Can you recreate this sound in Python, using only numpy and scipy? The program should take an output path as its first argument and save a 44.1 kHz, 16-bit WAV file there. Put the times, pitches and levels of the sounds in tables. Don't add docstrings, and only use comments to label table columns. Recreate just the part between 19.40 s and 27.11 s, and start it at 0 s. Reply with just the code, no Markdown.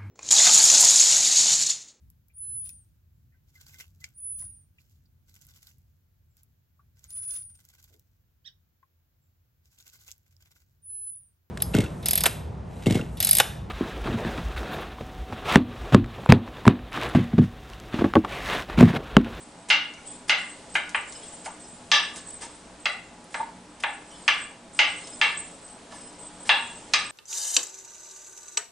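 import sys
import numpy as np
from scipy import signal
from scipy.fft import rfft, irfft, next_fast_len
from scipy.io import wavfile
from scipy.ndimage import uniform_filter1d, minimum_filter1d

SR = 44100
rng = np.random.default_rng(int(sys.argv[2]) if len(sys.argv) > 2 else 0)


def dump(signal):
    limited = np.clip(np.atleast_2d(signal).T, -1, 1)
    pcm = np.round(limited * 32767).astype(np.int16)
    wavfile.write(sys.argv[1], SR, pcm)


def voltage_ratio(decibels):
    exponent = np.asarray(decibels, float) / 20
    return 10 ** exponent


N = 340011

# (time [s], peak [dB], landing spot [0 edge - 1 centre], weight at 850 Hz [dB],
# brightness at 5700 Hz [dB]), both colours against 2500 Hz
CHOPS = [(0.3022, -6, 0.33, -26, -11.5), (0.8959, -8.5, 0.36, -24.5, -12.5), (1.354, -15.5, 0.49, -21, -27),
         (1.5468, -17.5, 0.86, -12, -29), (2.0603, -32, 0.25, -7, -18), (2.5163, -4.5, 1, -10, 1.5),
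         (3.021, -38.5, 0.83, -3, 6), (3.4568, -16.5, 0.53, -18, -11), (3.9436, -25, 0.6, -3, -9.5),
         (4.437, -17.5, 0.59, -10.5, -31), (4.8798, -9.5, 1, -16, -10), (5.391, -5.5, 0.26, -29, -13.5),
         (5.8145, -8, 0.85, -17, -13.5), (6.5241, -42, 0.3, 5, -5), (7.093, -7, 0.81, -10, -16),
         (7.5368, -10.5, 0.79, -16.5, 0.5)]
# (gap [ms], strength [0-1], edge colour at 3800 Hz [dB])
ROCK = [(1.406, 0.22, -8.5), (1.444, 0.32, -10.5), (1.32, 0.44, -17), (2.0, 0.28, -20), (2.06, 0, -21),
        (1.66, 0.16, -2), (4, 0.5, -5), (1.497, 0.7, -12), (0.496, 0.25, -11.5), (1.16, 0.3, -10.5),
        (1.69, 0.12, -16), (1.46, 0.17, -12.5), (2.24, 0.33, -11.5), (1.67, 0.4, -1), (1.147, 0.24, -3.5),
        (1.61, 0.2, -5.5)]
# (frequency [Hz], width [Hz], level struck at the edge [dB], level struck at the centre [dB])
BOARD = [(442, 98, 12, -4), (596, 56, 17.5, 2.5), (713, 94, 11.5, 4.5), (834, 59, 21, 11.5),
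         (915, 44, 11.5, 12.5), (1169, 77, 6.5, 12), (1464, 51, 9.5, -4.5), (1390, 45, 4.5, -1.5),
         (1648, 64, 4.5, 2.5), (1745, 58, -2, 9.5), (2065, 140, -1.5, 2), (2060, 73, 3.5, 0),
         (2093, 140, -1.5, 2), (2320, 100, -14, 2), (2400, 38, -9, 4.5), (2510, 160, -9, -1),
         (2745, 118, -12.5, 10), (2850, 120, 12, -20), (2890, 90, -4, 4), (3100, 73, 7, 1),
         (3270, 166, -21, 9), (3400, 130, -8.5, 9.5), (3630, 50, -4, -13), (3836, 154, -2, 7),
         (4070, 210, -6.5, 2), (4330, 93, -4.5, -3), (4630, 180, -7, -1.5), (4980, 350, -6.5, 1),
         (5930, 100, -31, -3), (6340, 260, -4, -7)]
# (blow time [s], frequency [Hz], lift [dB])
ACCENTS = [(.302, 2002, -2), (.302, 2740, 4.5), (.302, 4660, -1), (.896, 1184, 1), (.896, 2240, -3),
           (.896, 2583, 4), (.896, 4530, 4), (1.354, 1590, 5.5), (1.354, 2230, -3), (1.354, 3000, -3),
           (1.547, 1270, 1), (1.547, 1630, 3.5), (1.547, 1830, 5), (1.547, 2100, -4), (1.547, 2411, 0),
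           (1.547, 3100, 7.5), (1.547, 3400, -10), (2.06, 650, 9), (2.06, 1400, 4), (2.516, 1174, 0.5),
           (2.516, 1710, 3.5), (2.516, 2476, -5), (2.516, 2660, 5), (2.516, 3079, 2.5), (2.516, 4371, -4),
           (2.516, 5540, 6), (2.516, 6080, 5), (3.457, 1080, 2), (3.457, 1636, 5), (3.457, 2713, 3),
           (3.457, 3300, 3), (3.457, 3746, -2), (3.457, 4198, 7), (3.457, 4700, 2), (3.457, 5297, -2),
           (3.944, 1410, 6), (3.944, 2130, 0), (3.944, 3273, 0), (4.437, 1399, 4), (4.437, 2050, 2),
           (4.437, 3290, 0), (4.88, 1430, 4.5), (4.88, 3100, 6), (4.88, 4091, 2), (4.88, 4500, 5),
           (5.391, 882, 4.5), (5.391, 1765, -7), (5.391, 5270, 3), (5.815, 2562, 0), (5.815, 3316, 3),
           (5.815, 4155, 0), (5.815, 5170, 2), (7.093, 1170, -4), (7.093, 2745, 2.5), (7.093, 3500, 0),
           (7.093, 4340, -4), (7.536, 2490, 6), (7.536, 3100, -10), (7.536, 3531, -2), (7.536, 4070, 7)]
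# (frequency [Hz], level [dB])
STANDING = [(914, -55.5), (1174, -59), (1420, -58), (1685, -63), (1743, -61), (2011, -61), (2114, -62),
            (2299, -61), (2697, -61), (2745, -62.5), (2807, -61), (2865, -61), (3105, -64), (3377, -65)]
# (start [s], length [s], level [dB])
CUTS = [(0.286, 0.016, -37), (0.879, 0.044, -39.5), (1.341, 0.036, -40.5), (2.043, 0.031, -44),
        (2.753, 0.048, -44.5), (3.007, 0.064, -43.5), (3.903, 0.11, -54), (4.399, 0.013, -45),
        (4.424, 0.02, -44), (5.348, 0.094, -51), (6.506, 0.11, -51.5), (7.053, 0.077, -42.5),
        (7.525, 0.039, -45)]
# (time [s], peak [dB], top end [dB])
TICKS = [(0.538, -36.5, -23), (0.673, -35, -11.5), (1.4933, -29, -16), (1.504, -42, -16), (1.724, -30, -21),
         (2.0592, -28, -19), (2.2074, -41, -11), (2.761, -26, -10), (2.887, -35, -8), (2.904, -34, -8),
         (3.013, -36, -10), (5.376, -40, -12), (3.8422, -37, -6), (4.8094, -47, -6), (4.715, -39, -8),
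         (5.673, -28.5, -18), (5.9694, -45, -7), (6.2194, -59, -11), (6.2803, -39, -15), (6.7994, -42, 0)]
# (frequency [Hz], width [Hz])
TRINKET_MODES = [(8100, 24.5), (7265, 9.9)]
# (time [s], hold [s], level [dB], lower tone against the upper [dB])
SHAKES = [(0.0, 0.011, -49.5, -16), (.19, 0.027, -63, -11), (0.674, 0.038, -42, -16),
          (0.983, 0.073, -48.5, -6), (1.08, 0.033, -46.5, -12), (1.303, 0.092, -50, -12),
          (1.56, 0.023, -43, -18), (1.68, 0.087, -47.5, -3), (1.838, .14, -47, -9), (2.055, 0.039, -47, -9),
          (2.206, 0.14, -50.5, -8), (2.54, 0.11, -50.5, -13), (2.748, 0.034, -48, -5),
          (2.873, 0.079, -43.5, -13), (3.015, 0.15, -54.5, -16), (3.41, 0.14, -52.5, -9),
          (3.948, 0.038, -46.5, -11), (4.3, .1, -69, -12), (4.474, 0.076, -51.5, -12),
          (4.675, 0.3, -55, -13), (4.983, 0.06, -43.5, -13), (5.345, 0.022, -46, -10),
          (5.473, 0.14, -47, -11), (5.676, 0.24, -46.5, -9), (5.967, 0.15, -48, -21),
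          (6.227, 0.085, -49, -18), (6.561, 0.12, -48.5, -17), (6.8, 0.065, -44.5, -14),
          (7.01, 0.36, -47.5, -12), (7.56, .15, -45, -12)]
# (upper tone [dB], lower tone [dB])
REST_DB = [-67.5, -78]
# (time [s], frequency [Hz], level [dB], t60 [s])
TINKS = [(.575, 5900, -55, 0.15), (.575, 2260, -51, 0.27), (.585, 1410, -51, .2), (.65, 3100, -56, 0.2),
         (.68, 3400, -56, 0.37), (1.75, 5100, -50.5, 0.54), (1.82, 3310, -57, 0.44),
         (2.235, 5140, -57, 0.46), (3.04, 5130, -54, 0.22), (4.711, 3060, -52, .4), (4.75, 5175, -61, .3),
         (5.589, 5900, -56, .1), (5.64, 5175, -45, 0.12), (5.725, 5150, -45.5, 0.14),
         (6.511, 1735, -47, 0.29), (6.518, 3880, -54, 0.19), (6.6, 5175, -55.5, 0.69),
         (4.73, 3400, -55.5, 0.46), (4.705, 5700, -54, 0.14), (6.67, 3060, -59, .5), (1.75, 3000, -52, .4),
         (2.24, 5900, -60, .3), (6.83, 3400, -61, .5), (.673, 8100, -39, 0.13), (.68, 7265, -54, .6),
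         (7.27, 7265, -54, .7), (3.63, 7265, -58, .7), (2.872, 8100, -36, 0.067), (2.886, 7900, -34, 0.035),
         (2.904, 8100, -30.5, 0.06), (2.935, 8160, -38, 0.11), (3.012, 8100, -36, 0.16),
         (5.971, 8100, -29.5, 0.19), (5.975, 7265, -42.5, 0.51), (1.67, 7265, -56, 0.5),
         (3.025, 915, -46, 0.36), (3.025, 1745, -44, 0.17), (3.06, 5150, -57, .6)]
# (time [s], frequency [Hz], level [dB], t60 [s])
LINGERS = [(2.066, 770, -42, 0.2), (2.062, 2200, -42, .06), (2.075, 900, -39, .2), (3.035, 900, -49, 0.26),
           (2.825, 1700, -56, 0.4), (7.05, 1745, -48, 0.23), (5.4, 2050, -47, 0.13), (5.4, 1150, -50, .1),
           (6.53, 980, -50, .3), (6.52, 2800, -56.5, 0.76), (1.356, 2080, -31, 0.16), (2.519, 1180, -32, 0.48),
           (2.53, 1730, -31, .6), (3.945, 1650, -34, 0.24), (3.95, 860, -38, 0.22), (5.9, 1760, -44, 0.23),
           (4, 905, -28.5, 0.37), (7.098, 920, -27.5, 0.58), (7.542, 1230, -35, 0.58), (5.82, 990, -43, 0.25)]
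# (time [s], leaf rustle level [dB])
BUSY = [(0.0, -59), (0.4, -68.5), (0.73, -52.5), (0.94, -67), (1.1, -54), (1.4, -55.5), (1.85, -50.5),
        (2.3, -59), (2.79, -52.5), (3.65, -65.5), (4.08, -62.5), (4.4, -68), (4.95, -50), (5.2, -70),
        (5.58, -48.5), (6.31, -58.5), (7.3, -53), (7.71, -53)]
# (frequency [Hz], density [dB per Hz])
SHUFFLE_COLOUR = [(250, -4.5), (500, -1.5), (900, -4.5), (1500, -11), (2500, -20.5)]
# (frequency [Hz], density [dB per Hz])
LEAF_COLOUR = [(1000, -14), (2000, 1), (3300, 3.5), (6000, -0.5), (8500, 7), (11000, -20)]
# (frequency [Hz], density [dB per Hz])
HUSH_COLOUR = [(15, -48), (25, -18), (57, -11), (75, -10.5), (174, -7.5), (269, -2.5), (298, -7.5),
               (375, -6.5), (849, -8.5), (1690, -13.5), (7640, -22), (8240, -19.5), (11200, -36),
               (14600, -92), (22000, -120)]
# (frequency [Hz], width [Hz], level [dB])
HUM_TONES = [(50.4, 5.1, -69), (119, 4.3, -71.5), (179, 18.3, -60.5), (241.9, 28, -59.5),
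             (299.6, 11.5, -59.5), (540, 7.4, -74), (665.3, 24, -64.5), (842, 9.7, -63.5),
             (969, 3.4, -65.5)]
# (frequency [Hz], left-right likeness [0-1])
ALIKE = [(60, 0.99), (170, 0.96), (490, 0.92), (1380, 0.67), (3930, 0.71), (11200, 0.71)]
# (frequency [Hz], t60 [s])
KITCHEN = [(500, 0.38), (1000, 0.45), (2800, 0.42), (5500, 0.35), (10000, 0.094)]


def unit(x):
    return x / np.sqrt(np.mean(x ** 2) + 1e-20)


def along(points, hz):
    f, v = np.transpose(points)
    return np.interp(np.log(hz + 1), np.log(f + 1), v)


def filtered(x, response):
    n = x.shape[-1]
    m = next_fast_len(n + 8192)
    return irfft(rfft(x, m) * response(np.fft.rfftfreq(m, 1 / SR)), m)[..., :n]


def resonance(f, centre_hz, width_hz):
    return 1j * f * width_hz / (centre_hz ** 2 - f * f + 1j * f * width_hz)


def causal(gain):
    c = irfft(np.log(gain + 1e-6))
    half = len(c) // 2
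    c = np.r_[c[0], 2 * c[1:half], c[half], np.zeros(half - 1)]
    return irfft(np.exp(rfft(c)))


def spread(pair):
    def mid_side_gains(hz):
        angle = np.arccos(np.clip(along(ALIKE, hz), -1, 1)) / 2
        return np.array([np.cos(angle), np.sin(angle)])

    mid, side = filtered(pair, mid_side_gains)
    return np.array([mid + side, mid - side])


def rush(spectrum, patchy_db):
    z = signal.stft(rng.standard_normal((2, N)), nperseg=512)[2]
    field = rng.standard_normal(z.shape[1:])
    field = uniform_filter1d(uniform_filter1d(field, 6, 0), 10, 1)
    pair = signal.istft(z * voltage_ratio(patchy_db * unit(field)), nperseg=512)[1][:, :N]
    return unit(spread(filtered(pair, lambda hz: voltage_ratio(along(spectrum, hz)))))


def add(out, s, sound):
    part = out[:, round(s * SR):][:, :sound.shape[1]]
    part += sound[:, :part.shape[1]]


def diffuse():
    hz, t, z = signal.stft(rng.standard_normal((2, SR // 2)), SR, nperseg=256)
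    decay = voltage_ratio(-60 * t / along(KITCHEN, hz)[:, None])
    tail = spread(signal.istft(z * decay, SR, nperseg=256)[1])
    t = np.arange(tail.shape[1]) / SR
    counter = 3.2 * np.exp(-t / .0045)
    cupboards = .9 * np.exp(-((t - .0085) / .002) ** 2)
    middle = tail.mean(0)
    tail = middle + (tail - middle) * (1 - .5 * np.exp(-t / 0.016))
    bright = filtered(tail, lambda hz: 1 - 0.5 / (1 + (hz / 1150) ** 4))
    tail = (tail + bright * (counter + cupboards)) * (1 - np.exp(-t / .0006))
    return tail / np.linalg.norm(tail[0])


def standing():
    t, t60 = np.arange(SR // 2) / SR, .38
    return sum(voltage_ratio(db - 60 * t / t60) * np.sin(2 * np.pi * hz * t) for hz, db in STANDING)


def room(tail, wet_db):
    answer = voltage_ratio(wet_db) * tail
    answer[:, 0] = 1
    return answer


def evened(answer):
    power = np.abs(rfft(answer.mean(0), 32768)) ** 2
    smooth = uniform_filter1d(uniform_filter1d(power, size=70), size=70)
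    bumps = np.sqrt(uniform_filter1d(power, size=1500) / smooth)
    return causal(bumps[::8])


def hush():
    return voltage_ratio(-52) * rush(HUSH_COLOUR, patchy_db=.4)


def hum():
    out = np.zeros(N)
    for centre_hz, width_hz, db in HUM_TONES:
        tone = filtered(rng.standard_normal(N), lambda hz: resonance(hz, centre_hz, width_hz) ** 2)
        out += voltage_ratio(db) * unit(tone)
    return out


def handling():
    s, db = np.transpose(BUSY)
    leaves_db = np.interp(np.arange(N) / SR, s, db)
    shuffle_db = -52 + 0.4 * (leaves_db - leaves_db.mean())
    shuffle = rush(SHUFFLE_COLOUR, patchy_db=1.5)
    leaves = rush(LEAF_COLOUR, patchy_db=1.8)
    return voltage_ratio(shuffle_db) * shuffle + voltage_ratio(leaves_db) * leaves


def shaking(tone):
    t, attack_s = np.arange(N) / SR, 0.018
    settle_db_per_s = (186, 143)[tone]
    each = []
    for s, hold, db, lower_db in SHAKES:
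        fall_db = settle_db_per_s * np.maximum(0, t - s - hold)
        rise = np.clip((t - s) / attack_s + 1, 0, 1)
        each.append(voltage_ratio(db + tone * lower_db - fall_db) * rise)
    return np.max(each, 0) + voltage_ratio(REST_DB[tone])


def trinket():
    out = np.zeros((2, N))
    for tone, (centre_hz, width_hz) in enumerate(TRINKET_MODES):
        chance, sign, size = rng.random((3, N))
        hit = chance < 250 / SR
        contacts = hit * np.sign(sign - .5) * voltage_ratio(-3 * np.log(size + 0.0012))
        rattle = contacts + 0.09 * rng.standard_normal((2, N))
        ring = filtered(rattle, lambda hz: resonance(hz, centre_hz, width_hz) * resonance(hz, centre_hz, 700))
        steady = np.sqrt(np.abs(uniform_filter1d(np.mean(ring ** 2, 0), SR // 16)))
        out += shaking(tone) * ring / steady
    return out


def crackle():
    dry = np.zeros((1, N))
    fibre_colour = [(800, 4.5), (3000, 0.5), (9000, 4.5), (11000, -3.5)]  # (Hz, dB)
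    for s, length, db in CUTS:
        n = round(length * SR)
        uneven_db = 4 * np.repeat(rng.standard_normal(n // 40 + 1), 40)[:n]
        snaps = rng.standard_normal(n) * voltage_ratio(uneven_db)
        burst = filtered(snaps, lambda hz: voltage_ratio(along(fibre_colour, hz)))
        swell = np.sin(np.pi * (np.arange(n) / n) ** 0.57) ** .5
        add(dry, s, voltage_ratio(db) * (unit(burst) * swell)[None])
    for s, db, top_db in TICKS:
        colour = [(1500, -28), (4000, -6.0), (7000, -2.5), (10000, top_db + 10.5), (12000, top_db - 1)]
        snap = causal(voltage_ratio(along(colour, np.fft.rfftfreq(512, 1 / SR))))
        add(dry, s, voltage_ratio(db + 4.5) * (snap / np.abs(snap).max())[None])
    return signal.fftconvolve(dry, room(diffuse(), wet_db=0.5), axes=1)[:, :N]


def board_knock(chop, rock):
    s, db, spot, low_db, top_db = chop
    gap_ms, strength, upper_db = rock
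    f = np.fft.rfftfreq(4096, 1 / SR)
    modes = voltage_ratio(-25.0)
    for centre_hz, width_hz, edge_db, centre_db in BOARD:
        mode_db = edge_db + spot * (centre_db - edge_db)
        modes = modes + voltage_ratio(mode_db) ** 2 * np.abs(resonance(f, centre_hz, width_hz)) ** 2.06
    body_db = 3 + 0.53 * low_db
    tilt = [(100, low_db - 73), (280, low_db - 22.0), (450, low_db - 3.5), (850, low_db), (1450, body_db),
            (2500, 0.0084), (3800, upper_db), (5700, top_db), (7500, top_db - 4.5), (9000, top_db - 6.5),
            (11000, top_db - 32)]
    woken_db = np.zeros(len(f))
    for at, hz, lift_db in ACCENTS:
        if abs(at - s) < 1 / 20:
            woken_db += lift_db * np.abs(resonance(f, hz, 110)) ** 2
    contacts = np.abs(1 + np.clip(strength, 0, .95) * np.exp(-2j * np.pi * f * gap_ms / 1000))
    knock = causal(np.sqrt(modes) * voltage_ratio(along(tilt, f) + woken_db) * contacts)
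    return voltage_ratio(db + 12) * knock / np.linalg.norm(knock)


def knife():
    out = np.zeros((2, N))
    same = diffuse()
    same[:, :SR // 2] += standing()
    n = np.arange(220)
    crack = voltage_ratio(-60 * n / SR / 0.0086) * np.cos(np.pi * 3 / 8 * n)
    f = np.fft.rfftfreq(4096, 1 / SR)
    snap = causal(np.abs(resonance(f, 4740, 900)) ** 1.24)[:200]
    snap = snap / np.abs(snap).max()
    for chop, rock in zip(CHOPS, ROCK):
        s, db, _, _, top_db = chop
        rough_crack = crack * rng.standard_normal((1, len(crack))) * [[1], [1]]
        add(out, s - .0003, voltage_ratio(0.73 * db - 18.5) * rough_crack)
        add(out, s - .0006, voltage_ratio(db + 0.6 * top_db - 1) * np.outer([1, 1], snap))
        tail = 1.14 * same + 0.93 * diffuse()
        answer = room(tail, wet_db=9.5)
        knock = signal.fftconvolve(board_knock(chop, rock), evened(answer))
        add(out, s - .0005, signal.fftconvolve(knock[None], answer, axes=1))
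    lean_db = 0.3
    return out * voltage_ratio([[lean_db], [-lean_db]])


def utensils():
    out, t = np.zeros((2, N)), np.arange(SR * 2 // 5) / SR
    wander = 0.054
    for s, tone_hz, db, t60 in TINKS + LINGERS:
        detune, phase = rng.normal(0, 0.0047, (2, 1)), rng.uniform(-0.63, 0.46, (2, 1))
        blur = wander * np.cumsum(rng.standard_normal((2, len(t))), axis=1)
        first = np.sin(2 * np.pi * tone_hz * t + blur[0])
        second = np.sin(2 * np.pi * tone_hz * (1 + detune[0]) * t + phase + blur[1])
        flutter_db = 2.6 * np.interp(t * 90, np.arange(50), rng.standard_normal(50))
        pair = (first + 0.82 * second) * voltage_ratio(flutter_db)
        add(out, s, voltage_ratio(db - 60 * t / t60) * (1 - np.exp(-t / 0.0022)) * pair)
    return out


def scene():
    return hush() + hum() + handling() + trinket() + crackle() + knife() + utensils()


def limited(x, top_db, release_s):
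    over = np.maximum(0, np.log(np.abs(x).max(0) + 1e-9) - np.log(voltage_ratio(top_db)))
    ramp = np.arange(N) / SR / release_s
    duck = np.maximum.accumulate(np.log(over + 1e-9) + ramp) - ramp
    ahead = -minimum_filter1d(-np.exp(duck), size=90)
    return x * np.exp(-uniform_filter1d(ahead, size=90))


def top_cut(x):
    return signal.sosfilt(signal.butter(12, 11770, fs=SR, output="sos"), x)


def record(dry):
    change = limited(dry, top_db=-5, release_s=0.009) - dry
    ducked = filtered(change, lambda hz: 1 - 1 / (1 + (hz / 400) ** 6))
    mix = filtered(dry + ducked, lambda hz: 1 / (1 + (hz / 10950) ** 90))
    return top_cut(mix)


dry = scene()
out = record(dry)
dump(out)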